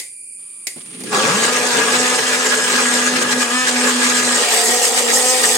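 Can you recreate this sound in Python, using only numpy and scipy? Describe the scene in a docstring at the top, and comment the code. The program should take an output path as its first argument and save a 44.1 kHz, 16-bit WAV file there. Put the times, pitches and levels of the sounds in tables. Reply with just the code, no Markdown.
"""Mixer grinder in a small kitchen

The switch snaps and thuds, the drive stirs, then the motor runs up and its blade churns wet paste in a steel jar.
One shaft phase drives a hum, a whine and grinding noise, which rings the jar's air, wall and steel.
Lumps add blows and air pockets gurgle as gliding tones; a freer blade repeats more exactly turn by turn.
Near the end the lid is lifted and the jar takes its open, brighter colour. Short echoes of tiled walls
surround the machine, a thin steam-like hiss lies slightly right, and a phone rounds the peaks."""
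import sys
import numpy as np
from scipy import signal
from scipy.fft import rfft, irfft, next_fast_len
from scipy.io import wavfile
from scipy.ndimage import uniform_filter1d, map_coordinates

SR = 44100
rng = np.random.default_rng(int(sys.argv[2]) if len(sys.argv) > 2 else 0)


def store_wav(level_fs):
    """Save 16-bit WAV to argv[1]."""
    pcm = np.round(np.clip(np.atleast_2d(level_fs), -1, 1) * 32767)
    wavfile.write(sys.argv[1], SR, pcm.T.astype(np.int16))


N = 245637
TIME_S = np.arange(N) / SR

# Background noise floor. Each row: frequency in Hz, relative density in dB per Hz.
FLOOR_COLOUR = [(60, -32), (150, 9), (900, -4), (1170, 9), (1400, -2), (3500, 4), (8000, -19)]
# Steam-like hiss. Each row: frequency in Hz, relative density in dB per Hz.
HISS_COLOUR = [(35, -67), (60, -32), (363, -24), (1380, -52), (2140, -33), (2300, -20.5), (3420, -50),
               (4640, -44.5), (7940, -27.5), (9350, -0.5), (10800, -27.5), (13900, -44), (16000, -40)]
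# Whistling resonances of the hiss. Each row: centre in Hz, width in Hz, lift in dB.
HISS_WHISTLES = [(2400, 300, 9.8), (4720, 770, 23), (7250, 810, 14), (8430, 180, 13.5), (9760, 730, 4.9)]
# Decay of the kitchen's echoes. Each row: frequency in Hz, time to fall 60 dB in seconds.
KITCHEN_DECAY = [(200, 0.38), (2000, 0.14), (12000, 0.068)]
# Likeness of the two ears, clipped to -1..1. Each row: frequency in Hz, likeness.
EAR_LIKENESS = [(60, 0), (130, 1.8), (290, 0.6), (640, 0.74), (1410, 0.13), (3100, 0), (5000, -0.08),
                (7500, 0.83), (12000, 0.62)]
# Balance of the machine between the ears. Each row: frequency in Hz, left minus right in dB.
EAR_BALANCE = [(110, 6.5), (200, -2.5), (380, -1.5), (700, -1), (1290, 2.5), (2380, 1.5), (4400, -1.5),
               (8120, -0.5), (15000, 0)]

# Switch and drive contacts. Each row: start in seconds, click in dB, thud in dB.
CONTACTS = [(-0.008, -14, -48), (0.669, -16.5, -60), (0.67, -18.5, -50), (0.761, -48, -29),
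            (0.817, -42, -42), (0.86, -39, -50), (1.004, -29.5, -30), (1.036, -27, -28)]
# Snap of the contacts. Each row: frequency in Hz, relative density in dB per Hz.
SNAP_COLOUR = [(180, -45), (300, -14), (440, -12), (1320, -24.5), (2070, -4), (2980, -11), (3240, -10),
               (6100, -5.5), (7440, -2.5), (11100, -9), (16000, -25)]
# Resonances of the knob. Each row: centre in Hz, width in Hz, lift in dB.
KNOB_MODES = [(2050, 270, 8.1), (4770, 260, 8.5), (7300, 250, 4.1)]
# Thud in the housing. Each row: frequency in Hz, relative density in dB per Hz.
THUD_COLOUR = [(60, -33), (130, -8), (215, 3), (330, -3), (480, -9), (800, -18), (1500, -25), (5000, -37)]

# The lid. Each row: time in seconds, opening from 0 to 1.
LID_OPENING = [(4.3, 0.01), (4.48, 0.99)]
# Resonances of the jar's base. Each row: centre in Hz, width in Hz, lift in dB.
BASE_MODES = [(1155, 62, 17), (1390, 300, 10)]
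# Air pockets in the paste. Each row: middle in seconds, length in seconds, pitch at the middle in Hz,
# glide in Hz per second, level in dB.
AIR_POCKETS = [(1.14, 0.06, 415, -300, -25), (1.183, 0.035, 512, 300, -23), (1.225, 0.04, 432, 500, -23),
               (1.277, .03, 549, 2000, -26), (4.455, 0.054, 594, -400, -29), (4.551, .06, 565, 0, -30),
               (4.622, 0.14, 708, -200, -25.5)]
# Rumbling paste. Each row: frequency in Hz, relative density in dB per Hz.
PASTE_COLOUR = [(25, -43), (60, -42), (95, -40), (130, -3.5), (185, -1.5), (300, -1), (500, -10.5),
                (1500, -81)]
# Heavy paste heaving round the jar. Each row: time in seconds, relative level in dB.
HEAVE_LEVEL = [(1.1, -30), (1.26, -27), (1.34, -38), (3.05, -41.5), (3.15, -30.5), (3.5, -46), (4.36, -39),
               (4.44, -60), (5.51, -48), (5.57, -36)]
# Lumps passing the blade. Each row: middle in seconds, length in seconds, wall level in dB, steel level in dB.
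LUMP_PASSES = [(1.157, 0.09, -30, -30), (1.442, 0.035, -20, -19), (1.6, 0.26, -24, -32),
               (1.792, 0.069, -20, -29), (1.95, 0.039, -17, -28), (2.074, 0.12, -21.5, -36),
               (2.19, 0.015, -16.5, -29), (2.344, 0.036, -16, -36), (2.466, 0.023, -19.5, -20),
               (2.53, 0.043, -18, -31), (2.644, 0.021, -24, -25), (2.75, 0.15, -20, -29),
               (2.99, 0.12, -26, -25), (3.074, 0.034, -22.5, -23.5), (3.167, 0.013, -17, -21),
               (3.224, 0.024, -20, -20), (3.324, 0.025, -20, -18), (3.417, 0.037, -23, -19),
               (3.688, 0.023, -17.5, -18), (3.875, 0.091, -20, -22.5), (4.04, 0.089, -20.5, -20.5),
               (4.186, 0.055, -19, -22.5), (4.565, 0.1, -21, -19.5), (4.855, 0.044, -23.5, -18),
               (4.985, 0.031, -19.5, -17.5), (5.1, 0.033, -17, -38), (5.444, 0.018, -17.5, -17.5)]

# Boom of the jar's air. Each row: frequency in Hz, relative density in dB per Hz.
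BOOM_COLOUR = [(100, -64.5), (200, -9.5), (320, -6), (450, 4), (650, -4), (900, -1), (1300, -10.5),
               (3000, -64.5)]
# Air resonances tuned low, lid shut. Each row: centre in Hz, width in Hz, lift in dB.
AIR_LOW_SHUT = [(452, 70, 8.5), (608, 47, 10.5), (760, 190, -6)]
# Air resonances tuned low, lid open. Each row: centre in Hz, width in Hz, lift in dB.
AIR_LOW_OPEN = [(453, 26, 9.3), (738, 43, 10.2)]
# Air resonances with paste sloshing high, lid shut. Each row: centre in Hz, width in Hz, lift in dB.
AIR_HIGH_SHUT = [(485, 48, 3.5), (760, 230, -7.5)]
# Air resonances with paste sloshing high, lid open. Each row: centre in Hz, width in Hz, lift in dB.
AIR_HIGH_OPEN = [(492, 55, 10.5), (770, 150, 12)]
# Chopping on the jar's wall. Each row: frequency in Hz, relative density in dB per Hz.
CHOP_COLOUR = [(300, -26.5), (700, -7), (1000, -2.5), (1700, -1.5), (2400, 2), (3300, 2.5), (4800, -2),
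               (6500, -4.5), (12000, -22)]
# Wall resonances, lid shut. Each row: centre in Hz, width in Hz, lift in dB.
WALL_SHUT = [(969, 42, 7.5), (1200, 290, 9.2), (1512, 210, 8), (1663, 60, 16.7), (1930, 200, 7.7),
             (2440, 55, 5.9), (2704, 35, 8.3)]
# Wall resonances, lid open. Each row: centre in Hz, width in Hz, lift in dB.
WALL_OPEN = [(1060, 59, -3), (1275, 64, 7), (1870, 180, 12.5), (4750, 270, 6.5)]
# Wall ring under a lump. Each row: frequency in Hz, relative density in dB per Hz.
RING_COLOUR = [(100, -39), (1300, -13.5), (1800, -5.5), (2300, -4), (5000, -28)]
# Paste flung at the steel, lid shut. Each row: frequency in Hz, relative density in dB per Hz.
SPRAY_SHUT = [(2000, -25.5), (4200, 0), (5500, 0.5), (7000, -1), (8400, 0), (8700, -4.5), (9600, -7),
              (11000, -11), (13000, -20.5), (16000, -50.5)]
# Paste flung at the steel, lid open. Each row: frequency in Hz, relative density in dB per Hz.
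SPRAY_OPEN = [(2000, -28.5), (4200, -6), (5500, 0.5), (7000, -1.5), (8400, 3.5), (8700, -4), (9600, -4),
              (11000, -7), (13000, -14), (16000, -16)]
# Resonances of the steel. Each row: centre in Hz, width in Hz, lift in dB.
STEEL_MODES = [(6430, 70, 6.3), (6570, 140, 5.8), (7400, 880, 6.4), (8310, 95, 4.1), (8456, 125, 5.4)]
# Spray between the lumps. Each row: time in seconds, level in dB before bite, freedom and surge.
SPRAY_LEVEL = [(1.3, -22.5), (1.5, -22), (2.31, -21), (2.46, -22.5), (2.92, -21.5), (3.17, -25.5),
               (3.54, -23.5), (3.86, -24.5), (4.25, -19.5), (4.76, -18), (5.57, -17.5)]

# Hum of the unbalanced shaft. Each row: time in seconds, level in dB rms before its sway.
HUM_LEVEL = [(1.25, -30), (1.335, -22.5), (1.4, -31), (1.7, -32.5), (1.84, -41), (1.92, -30), (2.05, -27.5),
             (2.18, -36), (2.32, -32.5), (2.66, -35), (2.78, -29), (3.16, -25.5), (3.24, -32), (3.4, -23),
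             (3.49, -37), (3.55, -23.5), (3.66, -34), (3.78, -23), (4.02, -24), (4.16, -29), (4.33, -29),
             (4.5, -47), (4.72, -33), (4.87, -48), (4.98, -38), (5.25, -36), (5.57, -40)]
# The shaft after break-through. Each row: time in seconds, turns per second before smoothing and jerks.
SHAFT_SPEED = [(1.3, 186), (1.42, 234), (1.52, 247), (1.68, 244), (1.82, 235), (1.92, 246), (2.1, 251),
               (2.3, 252), (2.36, 248), (2.44, 253), (2.54, 247), (2.61, 253), (2.74, 247), (3.0, 245),
               (3.18, 252), (3.26, 246), (3.42, 248), (3.49, 236), (3.55, 251), (3.63, 255), (3.71, 246),
               (3.86, 249), (3.95, 246), (4.14, 247), (4.4, 243), (4.64, 231), (4.73, 246), (4.88, 238),
               (4.98, 247), (5.07, 235), (5.2, 248), (5.3, 255), (5.39, 254), (5.44, 238), (5.57, 250)]
# Spells with their own freedom of spin, mostly freer than in thick paste.
# Each row: start in seconds, length in seconds, freedom from 0 to 1, whine gain in dB.
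SPIN_SPELLS = [(1.436, 0.41, 0.16, 5.5), (1.899, 0.3, 0.48, 4), (2.173, 0.32, 0.54, 0),
               (2.542, 0.21, 0.56, -3), (3.084, 0.13, 0.5, 1.5), (3.501, 0.19, 0.92, 0.5),
               (3.748, 0.15, 0.38, 4), (3.888, 0.11, 0.62, -5), (4.102, 0.127, 0.72, 0),
               (4.697, 0.14, 0.29, 6), (4.914, 0.12, 0.3, 2.5), (5.183, 0.23, 0.68, 4.5),
               (5.51, 0.16, 0.34, 3)]
# Whine. Each row: multiple of shaft speed, relative dB lid shut, relative dB lid open, dB gained at full freedom.
WHINE_LINES = [(2, -33, -27, -4), (3, -34, -28.5, 0), (3.5, -38, -38, -20), (4, -36, -36, 6),
               (5, -32, -37, 10), (6, -36, -42, -1), (7, -27, -36, 7), (8, -33, -34, -7), (9, -32, -36, 1),
               (10, -31, -34, 3), (11, -28, -36, -10)]

# before take-off
STIR_S, STIR_DB, STIR_DB_PER_S = 0.76, -50.5, 40
RUMBLE_DB, RUMBLE_DB_PER_S = -55.5, 76
# take-off: start s, labouring speed Hz, middle and time constant of the surge s, time to bite into the paste s
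START_S, LABOUR_HZ, BREAK_S, SURGE_S, BITE_S = 1.095, 105, 1.295, 0.035, 0.047
HUM_FROM_S = 1.255
INERTIA_S = 0.04  # the shaft speed is averaged over this time
TUMBLE_DB, TUMBLE_DB_PER_S = -18.5, -57
# churning, before the load shapes it: (dB with the lid shut, dB with the lid open)
BOOM_DB, CHOP_DB = (-27, -25), (-20, -21)
COARSE_DB, COARSE_S = (3, 2.5), 0.62  # extra boom and chop of unground paste; its decay time constant
FREE_DROP_DB = (13, 2.5, 1)  # boom, chop and spray lost at full freedom
SLOW_DROP_DB = 2  # chop lost before the surge
LOADED_FREEDOM, SPELL_EDGE_S = 0.297, 0.052  # freedom in thick paste; time to enter or leave a spell
SCRAPE_SHARE = 0.68  # loose grains keep the repeating scrape below this share of the power
LUMP_BOOM_DB = -10  # the air's share of a lump's wall level
LULL_AFTER_S, LULL_S, LULL_DB = 0.035, 0.14, (1, 0.96)  # delay, length, chop and spray lost
# a lump's wall ring: (Hz, width Hz, lift dB), and its level over the blow
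RING_SHUT, RING_OPEN, RING_DB = [(1648, 220, 16)], [(1860, 140, 9.5)], -5
SPECK_RATE, SPECK_DB = 61, 16.5  # mean hard bits a second, and their gain before the drag
UNEVEN_DB = 2.5  # depth of the churning's unevenness over time and frequency
TOP_HZ = 16050


def amp(db):
    """Decibels to gain."""
    return 10 ** (np.asarray(db) / 20)


def unit(x):
    """Scale to rms 1."""
    return x / np.sqrt(np.mean(x ** 2) + 1e-20)


def along(points, hz):
    """Read (Hz, value) points on a log axis."""
    f, v = np.transpose(points)
    return np.interp(np.log(hz + 1), np.log(f + 1), v)


def curves(rows):
    """One value per sample for each column after the time."""
    s, *columns = np.transpose(rows)
    return [np.interp(TIME_S, s, column) for column in columns]


def since(start):
    """Seconds since start, zero before it."""
    return np.maximum(TIME_S - start, 0)


def ramp(start, length):
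    """Rise from 0 to 1 over length seconds."""
    return np.clip(since(start) / length, 0, 1)


def wobble(rate):
    """A smooth random curve, rate knots a second."""
    knots = rng.standard_normal(int(N * rate / SR) + 4)
    return map_coordinates(knots, [np.arange(N) * rate / SR])


def noise():
    """Two unrelated white noises."""
    return rng.standard_normal((2, N))


def bursts(times, levels_db, rise, t60):
    """Envelope of blows that swell and die."""
    t = since(np.asarray(times)[:, None])
    decay = amp(np.asarray(levels_db)[:, None] - 60 * t / t60)
    return np.linalg.norm(decay * (1 - np.exp(-t / rise)), axis=0)


def filtered(x, response):
    """Multiply the spectrum of x by a response of frequency."""
    size = 2 * next_fast_len(N // 2 + SR // 4)
    return irfft(rfft(x, size) * response(np.fft.rfftfreq(size, 1 / SR)), size)[..., :N]


def body(x, colour, modes=()):
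    """Ring x through a causal colour with resonances, keeping the power of white noise."""
    def response(hz):
        lifts = sum(db / (1 + (2 * (hz - centre) / width) ** 2) for centre, width, db in modes)
        gain = amp(along(colour, hz) + lifts)
        # folding the cepstrum gives minimum phase: nothing sounds before the blow
        cepstrum = irfft(np.log(unit(gain) + 1e-9))
        return np.exp(rfft(2 * cepstrum[:len(hz) - 1], len(cepstrum)) - cepstrum[0])
    return filtered(x, response)


def spread(pair):
    """Mix two unrelated signals into left and right with the ears' likeness at each frequency."""
    def mid_side(hz):
        turn = np.arccos(np.clip(along(EAR_LIKENESS, hz), -1, 1)) / 2
        return np.array([np.cos(turn), np.sin(turn)])
    mid, side = filtered(pair, mid_side)
    return np.array([mid + side, mid - side])


def lid_opening():
    """Opening of the lid, 0-1."""
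    return np.clip(curves(LID_OPENING)[0], 0, 1)


def by_lid(shut_db, open_db):
    """A gain that passes from its shut to its open level as the lid lifts."""
    return amp(shut_db + lid_opening() * (open_db - shut_db))


def jar(force, shut, opened):
    """The jar's ring passes from its shut to its open colour as the lid lifts."""
    lid = lid_opening()
    return spread(np.sqrt(1 - lid) * body(force, *shut) + np.sqrt(lid) * body(force, *opened))


def noise_floor():
    """The background noise floor rises slightly, with a faint band near 1.2 kHz."""
    return amp(-57.5) * ramp(0.37, 0.03) * spread(body(noise(), FLOOR_COLOUR))


def steam():
    """A thin steam-like hiss with whistling resonances, slightly right."""
    hiss = spread(body(noise() * amp(0.43 * wobble(96)), HISS_COLOUR, HISS_WHISTLES))
    return amp(-34.5) * hiss * amp([[-1.3], [1.3]])


def kitchen(x):
    """Tiled walls answer briefly: noise tails that decay at a different rate at each frequency."""
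    hz, t, z = signal.stft(rng.standard_normal((2, SR // 3)), SR, nperseg=256)
    decay = amp(-60 * t / along(KITCHEN_DECAY, hz)[:, None])
    tail = signal.istft(z * decay, SR, nperseg=256)[1]
    tail = tail / np.linalg.norm(tail[0])
    return spread(signal.fftconvolve(x.mean(0)[None], tail, axes=1)[:, :N])


def switch():
    """Contacts snap in the plastic knob and thud in the housing, as filtered noise bursts."""
    s, click_db, thud_db = np.transpose(CONTACTS)
    snap = bursts(s, click_db, rise=0.00039, t60=0.039)
    snap += bursts(s, click_db - 13.0, rise=0.005, t60=0.31)  # a fainter, longer tail
    thud = bursts(s, thud_db, rise=0.0015, t60=0.11)
    return spread(body(snap * noise(), SNAP_COLOUR, KNOB_MODES) + body(thud * noise(), THUD_COLOUR))


def stir():
    """Before take-off the drive scrapes and the paste rumbles, both swelling steadily."""
    gate = ramp(STIR_S, 0.014) * (1 - ramp(START_S, BITE_S))
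    t = np.minimum(since(STIR_S), 1)
    rough = noise() * amp(3.3 * wobble(91.3))
    scrape = amp(STIR_DB + STIR_DB_PER_S * t) * spread(body(rough, CHOP_COLOUR))
    rumble = amp(RUMBLE_DB + RUMBLE_DB_PER_S * t) * spread(body(noise(), PASTE_COLOUR))
    return gate * (scrape + rumble)


def tumble():
    """Coarse pieces rattle on the jar's base at take-off and die away."""
    knocks = unit(noise() * amp(1.9 * wobble(400)))
    level = ramp(START_S, BITE_S) ** 2 * amp(TUMBLE_DB + TUMBLE_DB_PER_S * since(START_S + BITE_S))
    colour = [(400, -33), (800, 10), (1500, -3), (2200, -25), (5000, -24)]  # Hz, relative dB per Hz
    return level * spread(body(knocks, colour, BASE_MODES))


def gurgles():
    """Each pocket of air swells, glides and fades with an unsteady tone."""
    out = np.zeros(N)
    unsteady = 0.9 + 0.3 * (wobble(70) + 1j * wobble(70))
    for middle, length, hz, glide, db in AIR_POCKETS:
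        t = TIME_S - middle
        near = np.abs(t) < 2 * length
        t = t[near]
        cycles = hz * t + glide * t * t / 2 + rng.random()
        ring = np.exp(2j * np.pi * cycles) * unsteady[near]
        out[near] += amp(db) * np.exp(-(2 * t / length) ** 2) * np.sqrt(2) * ring.real
    return out


def lumps():
    """Each lump swells and fades as it passes the blade: wall and steel gains, and the lull (0-1) behind it."""
    s, length, wall_db, steel_db = np.transpose(LUMP_PASSES)[:, :, None]

    def bump(middle, width):
        return np.exp(-np.minimum((2 * (TIME_S - middle) / width) ** 2, 20))

    power = bump(s, length)
    on_wall = np.sqrt((amp(wall_db) ** 2 * power).sum(0))
    on_steel = np.sqrt((amp(steel_db) ** 2 * power).sum(0))
    lull = np.minimum(bump(s + LULL_AFTER_S, LULL_S).sum(0), 1)
    return on_wall, on_steel, lull


def specks():
    """Sparse sharp blows of hard bits at random instants."""
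    return (rng.random(N) < SPECK_RATE / SR) * noise() * amp(SPECK_DB)


def uneven(pair):
    """A random smooth gain over time and frequency makes the churning uneven."""
    z = signal.stft(pair, nperseg=512)[2]
    field = uniform_filter1d(rng.standard_normal(z.shape[1:]), size=5, axis=0)  # smooth over frequency
    field = uniform_filter1d(field, size=7, axis=1)  # smooth over time
    return unit(signal.istft(z * amp(UNEVEN_DB * unit(field)), nperseg=512)[1][:, :N])


def sloshing(force):
    """The air above the paste changes shape, so its resonances wander between a low and a high tuning."""
    high = 0.5 + 0.5 * np.tanh(1.5 * wobble(18))
    low_ring = jar(np.sqrt(1 - high) * force, (BOOM_COLOUR, AIR_LOW_SHUT), (BOOM_COLOUR, AIR_LOW_OPEN))
    swapped = np.sqrt(high) * force[::-1]  # swapped channels keep the two rings unrelated
    return low_ring + jar(swapped, (BOOM_COLOUR, AIR_HIGH_SHUT), (BOOM_COLOUR, AIR_HIGH_OPEN))


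def spell_gates():
    """One gate (0-1) for each spell with its own freedom of spin."""
    s, length = np.transpose(SPIN_SPELLS)[:2, :, None]
    return ramp(s, SPELL_EDGE_S) - ramp(s + length - SPELL_EDGE_S, SPELL_EDGE_S)


def freedom():
    """How freely the blade spins (0-1), and the shaft speed (Hz) smoothed by the rotor's inertia."""
    spell = np.transpose(SPIN_SPELLS)[2][:, None]
    free = LOADED_FREEDOM + ((spell - LOADED_FREEDOM) * spell_gates()).sum(0)
    speed = uniform_filter1d(curves(SHAFT_SPEED)[0], max(int(INERTIA_S * SR), 1))
    return np.clip(free, 0, 0.95), speed


def grinding(turns, share, clump_db, pulse_db, flutter_db, count=64):
    """Force on the jar: a fine scrape repeating every turn plus clumps of loose grains, pulsed by the turn."""
    orders = np.exp(2j * np.pi * rng.random((2, count)))
    orders[:, :round(WHINE_LINES[-1][0]) + 1] = 0  # the scrape lies above the whine
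    one_turn = irfft(orders, count * count)
    # under load, play in the coupling frays the highest overtones
    angle = (turns + 0.007 * (1 - np.clip(share, 0, 1)) * wobble(150)) % 1
    scrape = unit(one_turn[:, (angle * count * count).astype(int)])
    grains = unit(noise() * amp(clump_db * wobble(1100) + flutter_db * wobble(130)))
    share = np.clip(share, 0, 0.95)
    force = np.sqrt(share) * scrape + np.sqrt(1 - share) * grains
    return unit(force * amp(pulse_db * np.cos(2 * np.pi * turns)))


def whine(turns, drag):
    """Overtones of the blade, rough and fitful in paste; a rocking load adds a line halfway between."""
    tones = np.zeros((2, N))
    lid, unloaded = lid_opening(), (1 - drag) ** 4
    spell_db = (np.transpose(SPIN_SPELLS)[3][:, None] * spell_gates()).sum(0)
    for order, shut_db, open_db, sing_db in WHINE_LINES:
        waver_db = drag * (3 * wobble(11) + 3.5 * wobble(45))
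        roughness = 0.16 * order * drag * wobble(70)
        phase = 2 * np.pi * (order * turns + rng.random()) + roughness
        level_db = shut_db + lid * (open_db - shut_db) + spell_db + waver_db + sing_db * unloaded
        strength = amp(level_db) * (1 - drag) ** (order / 8)  # drag dulls high orders most
        tones += strength * np.sqrt(2) * np.array([np.sin(phase), np.cos(phase)])
    return spread(tones)


def grinder():
    """One shaft drives the hum, the whine, the boom of the jar's air, the chopping and the spray on the steel."""
    run_up = 0.5 + 0.5 * np.tanh((TIME_S - BREAK_S) / SURGE_S)
    bite = ramp(START_S, BITE_S) ** 2
    free, full_speed = freedom()
    speed = LABOUR_HZ + run_up * (full_speed - LABOUR_HZ)
    drag, coarse = 1 - free, np.exp(-since(START_S) / COARSE_S)

    # the load: heavy at first, lighter the more freely the blade spins
    boom_db = COARSE_DB[0] * coarse - FREE_DROP_DB[0] * free ** 4
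    chop_db = COARSE_DB[1] * coarse - FREE_DROP_DB[1] * free ** 2 - SLOW_DROP_DB * (1 - run_up)
    boom = bite * by_lid(*BOOM_DB) * amp(boom_db)
    chop = bite * by_lid(*CHOP_DB) * amp(chop_db)
    spray = bite * amp(curves(SPRAY_LEVEL)[0] - FREE_DROP_DB[2] * free ** 2)

    # uneven paste jerks the shaft and shifts its unbalance
    jerk = drag * (0.004 * wobble(28) + 0.006 * wobble(140))
    turns = np.cumsum(speed * (1 + jerk)) / SR
    sway = amp(2 * drag * wobble(30))
    hum_gain = ramp(HUM_FROM_S, BITE_S) * amp(curves(HUM_LEVEL)[0]) * sway
    hum = hum_gain * np.sqrt(2) * np.sin(2 * np.pi * turns)
    # the whine follows the square root of the chopping level
    tones = np.sqrt(unit(chop)) * whine(turns, drag)

    air = sloshing(grinding(turns, SCRAPE_SHARE * free, clump_db=0.5, pulse_db=0.0, flutter_db=2.0))
    wall_force = grinding(turns, SCRAPE_SHARE * free ** 1.45, clump_db=1.0, pulse_db=-1, flutter_db=1.47)
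    wall_force = uneven(wall_force) + drag * specks()
    wall = jar(wall_force, (CHOP_COLOUR, WALL_SHUT), (CHOP_COLOUR, WALL_OPEN))
    steel_force = grinding(turns, SCRAPE_SHARE * free ** 1.5, clump_db=2.0, pulse_db=-0.5, flutter_db=1.5)
    steel = jar(uneven(steel_force), (SPRAY_SHUT, STEEL_MODES), (SPRAY_OPEN, STEEL_MODES))

    # the paste surges, partly all at once and partly place by place; lumps add to air, wall and steel
    surge = amp(0.97 * drag * wobble(25.895))
    on_wall, on_steel, lull = lumps()
    air_surge = surge * amp(2 * drag * wobble(26))
    wall_surge = surge * amp(1.0 * drag * wobble(13) - LULL_DB[0] * lull)
    steel_surge = surge * amp(2.0 * drag * wobble(13) - LULL_DB[1] * lull)
    churn = air * np.hypot(air_surge * boom, amp(LUMP_BOOM_DB) * on_wall)
    churn += wall * np.hypot(wall_surge * chop, on_wall)
    churn += steel * np.hypot(steel_surge * spray, on_steel)
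    churn += amp(RING_DB) * on_wall * jar(noise(), (RING_COLOUR, RING_SHUT), (RING_COLOUR, RING_OPEN))

    heave_db = 1.0 + curves(HEAVE_LEVEL)[0] + 4.9 * drag * wobble(17)
    heave = bite * amp(heave_db) * spread(body(noise(), PASTE_COLOUR))
    return hum + tones + churn + heave


def scene():
    """Grinder and switch with the kitchen's echoes, leaning between the ears, plus hiss and noise floor."""
    machine = grinder() + stir() + tumble() + gurgles() + switch()
    heard = machine + amp(-13) * kitchen(machine)
    leaning = filtered(heard, lambda hz: amp(np.outer([1, -1], along(EAR_BALANCE, hz)) / 2))
    return leaning + steam() + noise_floor()


def record(dry):
    """The phone rounds off the highest peaks and keeps nothing above its band limit."""
    rounded = dry / (1 + np.abs(dry / 0.85) ** 6) ** (1 / 6)
    return filtered(rounded, lambda hz: hz < TOP_HZ)


dry = scene()
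out = record(dry)
store_wav(out)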